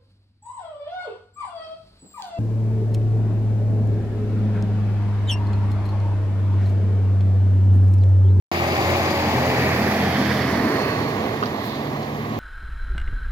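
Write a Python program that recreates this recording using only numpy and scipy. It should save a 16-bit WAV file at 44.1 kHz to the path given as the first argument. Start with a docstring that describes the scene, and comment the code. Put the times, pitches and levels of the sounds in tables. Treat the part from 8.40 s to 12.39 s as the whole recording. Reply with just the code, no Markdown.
"""Street sweeper truck passing outdoors

A diesel drones in rough engine orders; the front roars on approach as flutter-shaped stereo noise.
Alongside, grit ticks ring, a sharp-edged band of the roar and a thin whine sink in pitch; the rear recedes.
On leaving, jolts ring the body modes with a short rattle, and a little air spits out.
"""
import sys
import numpy as np
from scipy import signal
from scipy.fft import rfft, irfft, next_fast_len
from scipy.io import wavfile
from scipy.ndimage import map_coordinates

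SR = 44100
rng = np.random.default_rng(int(sys.argv[2]) if len(sys.argv) > 2 else 0)


def generate_wav(signal):
    """Clip the signal to [-1, 1] and save it as 16-bit WAV at the path in sys.argv[1]."""
    frames = np.transpose(np.atleast_2d(signal))
    scaled = np.clip(frames, -1, 1) * 32767
    pcm = np.round(scaled).astype(np.int16)
    wavfile.write(sys.argv[1], SR, pcm)


N = 175959
T = np.arange(N) / SR
SPLIT = np.array([[.5], [-.5]])   # shares an L-R balance in dB between the channels

# diesel: (time [s], half the firing rate [Hz], level of multiple 2 [dB], of 3 [dB], of 4 [dB])
DIESEL_ORDERS = [(0.12, 43.1, -32, -39, -39), (0.5, 44.4, -30.5, -41, -38), (0.72, 44.7, -32, -40, -38),
                 (0.95, 42.3, -32.5, -31, -37), (1.2, 41.7, -31.5, -30, -36), (1.42, 43.3, -32.5, -39, -39),
                 (1.68, 45, -32, -38, -35), (1.95, 44.2, -33, -31, -38), (2.22, 39, -38, -42, -41),
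                 (2.4, 37.8, -46, -41, -42), (3.35, 35.7, -50, -44, -44), (3.65, 36.2, -48, -44, -33.5),
                 (3.95, 37.7, -44, -31, -34)]
# roar of the truck's side: (time [s], level [dB])
SIDE_LEVEL = [(0.1, -32), (0.9, -27.5), (1.3, -23), (1.7, -22.5), (2.1, -22), (2.45, -24.5), (2.8, -32.5),
              (4.0, -38)]
# roar of the truck's rear: (time [s], level [dB])
REAR_LEVEL = [(0.1, -77), (1.9, -30.5), (2.4, -25), (2.8, -23.5), (3.2, -26.5), (3.7, -29), (4.0, -30.5)]
# body jolts: (time [s], level [dB], brightness [dB per octave])
JOLTS = [(3.0265, -20, -6), (3.0345, -22, -1.5), (3.057, -36, 8), (3.066, -41, 7), (3.295, -43, 8),
         (3.629, -40, 5)]


def from_db(db):
    """Decibels to gain."""
    return 10 ** (np.asarray(db) / 20)


def rms_one(x):
    """Scale to rms 1."""
    return x / np.sqrt(np.mean(x ** 2) + 1e-20)


def in_time(rows):
    """One curve per column, joined by straight lines."""
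    s, *columns = np.transpose(rows)
    return [np.interp(T, s, column) for column in columns]


def at_hz(points, hz):
    """Read a spectrum on a log-frequency axis."""
    f, value = np.transpose(points)
    return np.interp(np.log(hz + 1e-3), np.log(f), value)


def phase(hz):
    """Running phase in radians of a moving frequency."""
    return 2 * np.pi * np.cumsum(hz) / SR


def bell(centre_s, length_s):
    """Gaussian rise and fall, peak 1."""
    return np.exp(-.5 * ((T - centre_s) / length_s) ** 2)


def band_passed(x, order, low_hz, high_hz):
    """Butterworth band-pass."""
    return signal.sosfilt(signal.butter(order, [low_hz, high_hz], "band", fs=SR, output="sos"), x)


def low_passed(x, order, hz):
    """Butterworth low-pass."""
    return signal.sosfilt(signal.butter(order, hz, fs=SR, output="sos"), x)


def drift(rate_hz):
    """Slow chance with spread 1: low-passed noise drawn at every 40th sample."""
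    r = np.exp(-80 * np.pi * rate_hz / SR)
    noise = rng.standard_normal(N // 40 + 2002)
    slow = signal.lfilter([1], [1, -2 * r, r * r], noise)[2000:]   # drop the settling
    return np.interp(np.arange(N) / 40, np.arange(len(slow)), rms_one(slow))


def delayed(x, samples):
    """Read a signal through a fixed or moving delay."""
    return map_coordinates(x, [np.arange(N) - samples], order=3, mode="mirror")


def ring(clicks, hz, t60_s):
    """Two-pole resonator: a unit click sets a decaying sine of height 1 ringing."""
    r, w = np.exp(-np.log(1000) / (t60_s * SR)), 2 * np.pi * hz / SR
    return signal.lfilter([0, np.sin(w)], [1, -2 * r * np.cos(w), r * r], clicks + 1e-18)


def pair(mid, side, hz):
    """Left and right from two noises, less alike towards the treble."""
    # (frequency [Hz], left-right likeness [0-1])
    likeness = [(60, .997), (150, 1), (300, 0.99), (600, 0.92), (1300, 0.76), (3000, 0.44), (6000, 0.055),
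                (15000, 0.057)]
    alike = np.clip(at_hz(likeness, hz), 0, .998)
    difference = np.sqrt(1 - alike) * side * np.array([[1], [-1]])
    return (np.sqrt(1 + alike) * mid + difference) / np.sqrt(2)


def diesel():
    """Slightly rough engine orders, and the firing throb that they put on the roar."""
    # higher tones of engine and belt drives: (start [s], end [s], multiple, level [dB])
    overtones = [(0, .74, 8, -34.5), (.35, 1.02, 7, -34), (.35, .9, 12.72, -32.5), (0, .85, 18.3, -39),
                 (0, .4, 6, -38), (.98, 1.25, 6, -33), (.95, 1.25, 12.6, -34), (.98, 1.2, 10.6, -35),
                 (.85, 2.1, 5.68, -35), (1.6, 1.95, 7, -37), (2.1, 2.5, 6.03, -30), (2.7, 4.1, 6.03, -38)]
    fade_s, roughness, speed_jitter, throb_depth = .16, .22, .004, .044
    hz, *levels = in_time(DIESEL_ORDERS)
    turn = phase(hz * (1 + speed_jitter * drift(8.5)))
    orders = [(k + 2, from_db(db)) for k, db in enumerate(levels)]
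    for start, end, multiple, db in overtones:
        fade = np.clip(.5 + np.minimum(T - start, end - T) / fade_s, 0, 1)
        orders.append((multiple, from_db(db) * fade))
    tones = 0
    for multiple, gain in orders:
        rough_gain = gain * (1 + roughness * drift(7.4))
        tones = tones + rough_gain * np.sin(multiple * turn + 2 * np.pi * rng.random())
    throb = 1 + throb_depth * (np.cos(2 * turn) + .32 * np.cos(turn))
    return np.sqrt(2) * tones, throb


def combustion():
    """One short, uneven crack per firing, strongest as the engine bay goes by."""
    level_db, spread_db, bay_s, bay_length_s = -39.5, 1.5, 1.3, .91
    firings = np.floor(np.cumsum(2 * in_time(DIESEL_ORDERS)[0]) / SR)
    strength = from_db(spread_db * np.clip(rng.standard_normal(N), -2, 2))
    clicks = np.diff(firings, prepend=0) * strength
    cracks = band_passed(clicks + 1e-18, 2, 250, 2180)
    return rms_one(cracks) * from_db(level_db) * bell(bay_s, bay_length_s)


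def roar(spectrum, balance):
    """Turbulent stereo noise whose octaves flutter on their own; rms 1 before a slow surge."""
    flutter_db, surge_db = 1.32, .5
    size = next_fast_len(N)
    hz = np.arange(size // 2 + 1) * SR / size
    colour = from_db(at_hz(spectrum, hz) + at_hz(balance, hz) * SPLIT)
    noise = pair(*rfft(rng.standard_normal((2, size))), hz) * colour
    octave, out = np.clip(np.log2(hz / 100 + 1e-9), 0, 7), 0
    for k in range(8):
        weight = np.maximum(1 - abs(octave - k), 0)
        band = irfft(noise * weight, size)[:, :N]
        out = out + band * from_db(flutter_db * drift(33))
    return rms_one(out) * from_db(surge_db * drift(2.5))


def front_roar():
    """Broad turbulent noise of the truck's front."""
    # (frequency [Hz], density [dB per Hz])
    spectrum = [(30, -48), (50, -13), (75, -7), (130, 4.5), (190, -8.5), (240, 0), (290, -6), (390, 2),
                (480, -4), (610, 2), (800, 2.5), (920, -3), (1100, -1), (1400, -12.5), (1750, -9),
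                (2280, -3.5), (3050, -13), (4300, -15.5), (5300, -22.5), (7000, -25), (7900, -37),
                (10000, -32.5), (12800, -24.5), (15500, -30.5)]
    # (frequency [Hz], L-R [dB])
    balance = [(100, 4.5), (380, 3), (700, -2), (1290, 5.5), (2380, 3.5), (4400, 3.5), (7500, 14.5),
               (10000, 5), (15000, -2)]
    # (time [s], level [dB])
    level = [(0.1, -23.5), (0.55, -22), (1.0, -24), (1.4, -26), (1.9, -31.5), (2.5, -45), (4.0, -41)]
    return from_db(in_time(level)[0]) * roar(spectrum, balance)


def side_roar():
    """Broad turbulent noise of the truck's side."""
    # (frequency [Hz], density [dB per Hz])
    spectrum = [(30, -44), (55, -16), (80, -2), (130, 7), (175, 3.5), (240, 7.5), (330, 2.5), (430, 4),
                (520, -3), (640, 4), (800, -5.5), (950, -4.5), (1180, -5.5), (1380, -7.5), (1900, -1.5),
                (2750, -19.5), (3400, -20.5), (4600, -16), (5500, -19), (7000, -28), (7800, -34.5),
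                (10000, -30), (12500, -25.5), (15500, -30.2)]
    # (frequency [Hz], L-R [dB])
    balance = [(100, 2), (380, -1.5), (700, -7.5), (1290, -4), (2380, -13.5), (4400, -8.5), (8000, 1.5),
               (15000, -1)]
    return from_db(in_time(SIDE_LEVEL)[0]) * roar(spectrum, balance)


def rear_roar():
    """Broad turbulent noise of the rear blower."""
    # (frequency [Hz], density [dB per Hz])
    spectrum = [(30, -29), (55, -17.5), (100, 2.5), (145, 1.5), (178, -4), (225, 4.5), (330, 0.5),
                (440, 1.5), (550, -5), (650, -5.5), (900, -7.5), (1120, -3.5), (1420, -18), (1980, -13),
                (2700, -19), (4000, -22), (5500, -32.5), (7000, -33.5), (7800, -49), (10500, -44.5),
                (13000, -36.5), (15500, -40)]
    # (frequency [Hz], L-R [dB])
    balance = [(100, -3.5), (380, 0.5), (700, -16.5), (1290, -3), (2380, -3), (4400, -4.5), (8000, 13),
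               (15000, 7)]
    return from_db(in_time(REAR_LEVEL)[0]) * roar(spectrum, balance)


def ground_band():
    """Sharp-edged band of the roar, coloured by the ground reflection, sinking in pitch."""
    # (time [s], centre [Hz], level [dB])
    sinking = [(0.9, 2180, -55), (1.22, 2130, -29.5), (1.45, 2080, -37), (1.85, 2052, -42.5),
               (2.1, 1890, -39), (2.4, 1815, -46), (2.8, 1750, -65)]
    width_hz, pan_db = 950, 1
    hz, db = in_time(sinking)
    turn = phase(hz)
    a, b = low_passed(rng.standard_normal((2, 2, N)), 6, width_hz / 2)
    shifted = a * np.sin(turn) + b * np.cos(turn)   # low noise carried up to the centre
    return rms_one(pair(*shifted, hz.mean())) * from_db(db + pan_db * SPLIT)


def grit():
    """Bristles flick grit: dense ticks ring twelve high modes, following side and rear levels."""
    ticks_per_s, level_db, spread_db = 240, -34, -1.5   # level against the side roar
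    sizes = from_db(spread_db * np.minimum(rng.exponential(1, N), 4)) * rng.choice([-1, 1], N)
    clicks = sizes * (rng.random(N) < ticks_per_s / SR)
    dealt = rng.integers(0, 12, N)   # the mode each tick strikes
    modes_hz = np.geomspace(1600, 6500, 12)
    ticks = rms_one(sum(ring(clicks * (dealt == k), hz, 7 / hz) for k, hz in enumerate(modes_hz)))
    side, rear = from_db(in_time(SIDE_LEVEL)[0]), from_db(in_time(REAR_LEVEL)[0])
    return (side + rear / 2) * from_db(level_db) * ticks


def fan():
    """Suction fan hum: one sine of moving pitch, loudest alongside."""
    # (time [s], frequency [Hz], level [dB])
    hum = [(0.1, 209, -44), (1.15, 203, -42), (1.4, 205, -32), (1.65, 209, -27), (2.05, 204, -31),
           (2.4, 201, -44), (4.0, 200, -46)]
    hz, db = in_time(hum)
    return np.sqrt(2) * from_db(db) * (1 + .083 * drift(3)) * np.sin(phase(hz))


def whine():
    """Breathy, fluttering hydraulic tone: narrow and wide noise on a carrier that sinks in pitch."""
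    # (time [s], frequency [Hz], level [dB], share of wide hiss [0-1])
    tone = [(0.1, 4820, -41, 1), (1.1, 4750, -42, .92), (1.5, 4590, -46, .8), (1.85, 4560, -42.5, .75),
            (2.2, 4420, -45, .6), (2.43, 4378, -40.5, .5), (2.56, 4355, -45, .4), (2.68, 4340, -45.5, .35),
            (2.77, 4310, -59, .2), (4.0, 4290, -62, .3)]
    # (time [s], L-R [dB])
    tone_balance = [(1.5, 4), (2.3, -10)]
    narrow_hz, hiss_hz, flutter_db = 45, 260, 1.8
    hz, db, wide = in_time(tone)
    turn, wide = phase(hz), np.clip(wide, 0, 1)

    def carried(width_hz):
        return drift(width_hz) * np.sin(turn) + drift(width_hz) * np.cos(turn)

    mid, side = (np.sqrt(1 - wide) * carried(narrow_hz) + np.sqrt(wide) * carried(hiss_hz)
                 for _ in range(2))
    balance_db = in_time(tone_balance)[0] * SPLIT
    return from_db(db + balance_db + flutter_db * drift(7.6)) * pair(mid, side, hz.mean())


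def swelling_bands(rows):
    """Bands of noise, each rising and falling in a bell shape."""
    out = 0
    for s, length_s, hz, width_hz, db in rows:
        low_hz, high_hz = max(hz - width_hz / 2, 20), min(hz + width_hz / 2, SR / 2 - 10)
        noise = pair(*band_passed(rng.standard_normal((2, N)), 2, low_hz, high_hz), hz)
        out = out + rms_one(noise) * from_db(db) * bell(s, length_s)
    return out


def roar_swells():
    """Bands of the roar that briefly swell, low to high."""
    # (time [s], length [s], frequency [Hz], width [Hz], level [dB])
    swells = [(0.91, 0.085, 218, 50, -31.5), (0.89, 0.22, 850, 120, -30.5), (1.07, 0.12, 608, 190, -30.5),
              (1.61, 0.14, 750, 220, -28), (1.83, 0.22, 3300, 560, -37.5), (1.9, 0.13, 5200, 950, -45),
              (1.36, 0.2, 485, 45, -35), (2.16, 0.07, 277, 46, -29), (2.28, 0.079, 312, 56, -27),
              (2.364, 0.069, 405, 60, -28), (2.3, 0.25, 1140, 220, -35), (2.48, 0.07, 2600, 220, -39),
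              (4.05, 0.12, 120, 28, -31), (3.96, 0.1, 240, 64, -32)]
    return swelling_bands(swells)


def whistle():
    """Narrow band of noise, brief as the side goes by."""
    # (time [s], length [s], frequency [Hz], width [Hz], level [dB])
    whistles = [(1.97, .16, 5160, 60, -51)]
    return swelling_bands(whistles)


def high_hiss():
    """High bands of hiss that rise and fall, louder on the right."""
    # (time [s], length [s], frequency [Hz], width [Hz], level [dB])
    hisses = [(1.35, 0.25, 13600, 3000, -50), (3.3, 0.12, 3900, 1200, -42.5), (3.5, 0.5, 13150, 480, -59)]
    pan_db = -7.5
    return swelling_bands(hisses) * from_db(pan_db * SPLIT)


def spit():
    """A puff of bright hiss that swells to a point and dies."""
    # (frequency [Hz], density [dB per Hz])
    spectrum = [(5000, -16), (8200, -16), (10500, -11), (13300, 0), (15500, -7)]
    peak_s, fade_s, level_db = 3.262, .035, -41
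    hz = np.arange(N // 2 + 1) * SR / N
    hiss = irfft(rfft(rng.standard_normal((2, N))) * from_db(at_hz(spectrum, hz)), N)
    return rms_one(hiss) * from_db(level_db) * np.exp(-abs(T - peak_s) / fade_s)


def knocks():
    """Each jolt strikes every steel body mode at its own strength; right ear later and louder."""
    # (frequency [Hz], level [dB], t60 [s])
    body = [(1010, 2, .028), (1230, 8.5, .026), (1480, 3, .028), (2750, -7, .025), (3150, -7, .025),
            (4600, -6, .025)]
    left_db, right_lag_s, contact_hz = -4.5, .00016, 5800   # jolts hold little above contact_hz
    s, db, bright = np.transpose(JOLTS)
    out = 0
    for k, (hz, mode_db, t60_s) in enumerate(body):
        strike_db = db + mode_db + bright * np.log2(hz / 1400) + rng.normal(0, 1.5, len(s))
        clicks = np.zeros(N)
        clicks[(s * SR).astype(int)] = from_db(strike_db)
        out = out + ring(clicks, hz, t60_s) * (-1) ** k
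    out = low_passed(out, 4, contact_hz)
    return np.array([out * from_db(left_db), delayed(out, right_lag_s * SR)])


def rattle():
    """Loose metal: a short, dying noise chatter after each jolt, tilted by the jolt's brightness."""
    level_db, t60_s, low_hz, high_hz = -10, .065, 1000, 5450   # level against the jolt
    hz, out = np.arange(1, N // 2 + 2) * SR / N, 0
    for s, db, bright in JOLTS:
        noise = rms_one(band_passed(rng.standard_normal((2, N)), 8, low_hz, high_hz))
        tilt = from_db(bright * np.log2(np.minimum(hz, high_hz) / 1400))
        decay = (T > s) * np.exp(-np.log(1000) * np.clip(T - s, 0, 1) / t60_s)
        out = out + irfft(rfft(noise) * tilt, N) * from_db(db + level_db) * decay
    return out


def passing(x):
    """A moving delay between the ears swings the sound across as the truck goes by."""
    # (time [s], lag of the left ear [samples])
    left_lag = [(0.1, 10), (0.8, 6), (1.25, 5), (1.75, 3), (2.25, -3.5), (2.7, -8), (3.2, -7), (4.0, -11)]
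    lag, = in_time(left_lag)
    return np.array([delayed(x[0], lag / 2), delayed(x[1], -lag / 2)])


def scene():
    """Front, side and rear of the truck take turns over the engine."""
    drone, throb = diesel()
    engine = drone + combustion()
    rush = throb * (front_roar() + side_roar() + ground_band()) + rear_roar() + roar_swells()
    air = whistle() + high_hiss() + spit()
    body = knocks() + rattle()
    return passing(engine + rush + grit() + fan() + whine() + air + body)


def record(dry):
    """The microphone thins the deep bass, opens abruptly and cuts the top."""
    start_s, cutoff_hz = .1152, 15900
    thin = signal.sosfilt(signal.butter(2, 45, "high", fs=SR, output="sos"), dry)
    opened = thin * np.where(T < start_s, from_db(-82), 1)
    return signal.sosfilt(signal.ellip(12, .1, 90, cutoff_hz, fs=SR, output="sos"), opened)


dry = scene()
out = record(dry)
generate_wav(out)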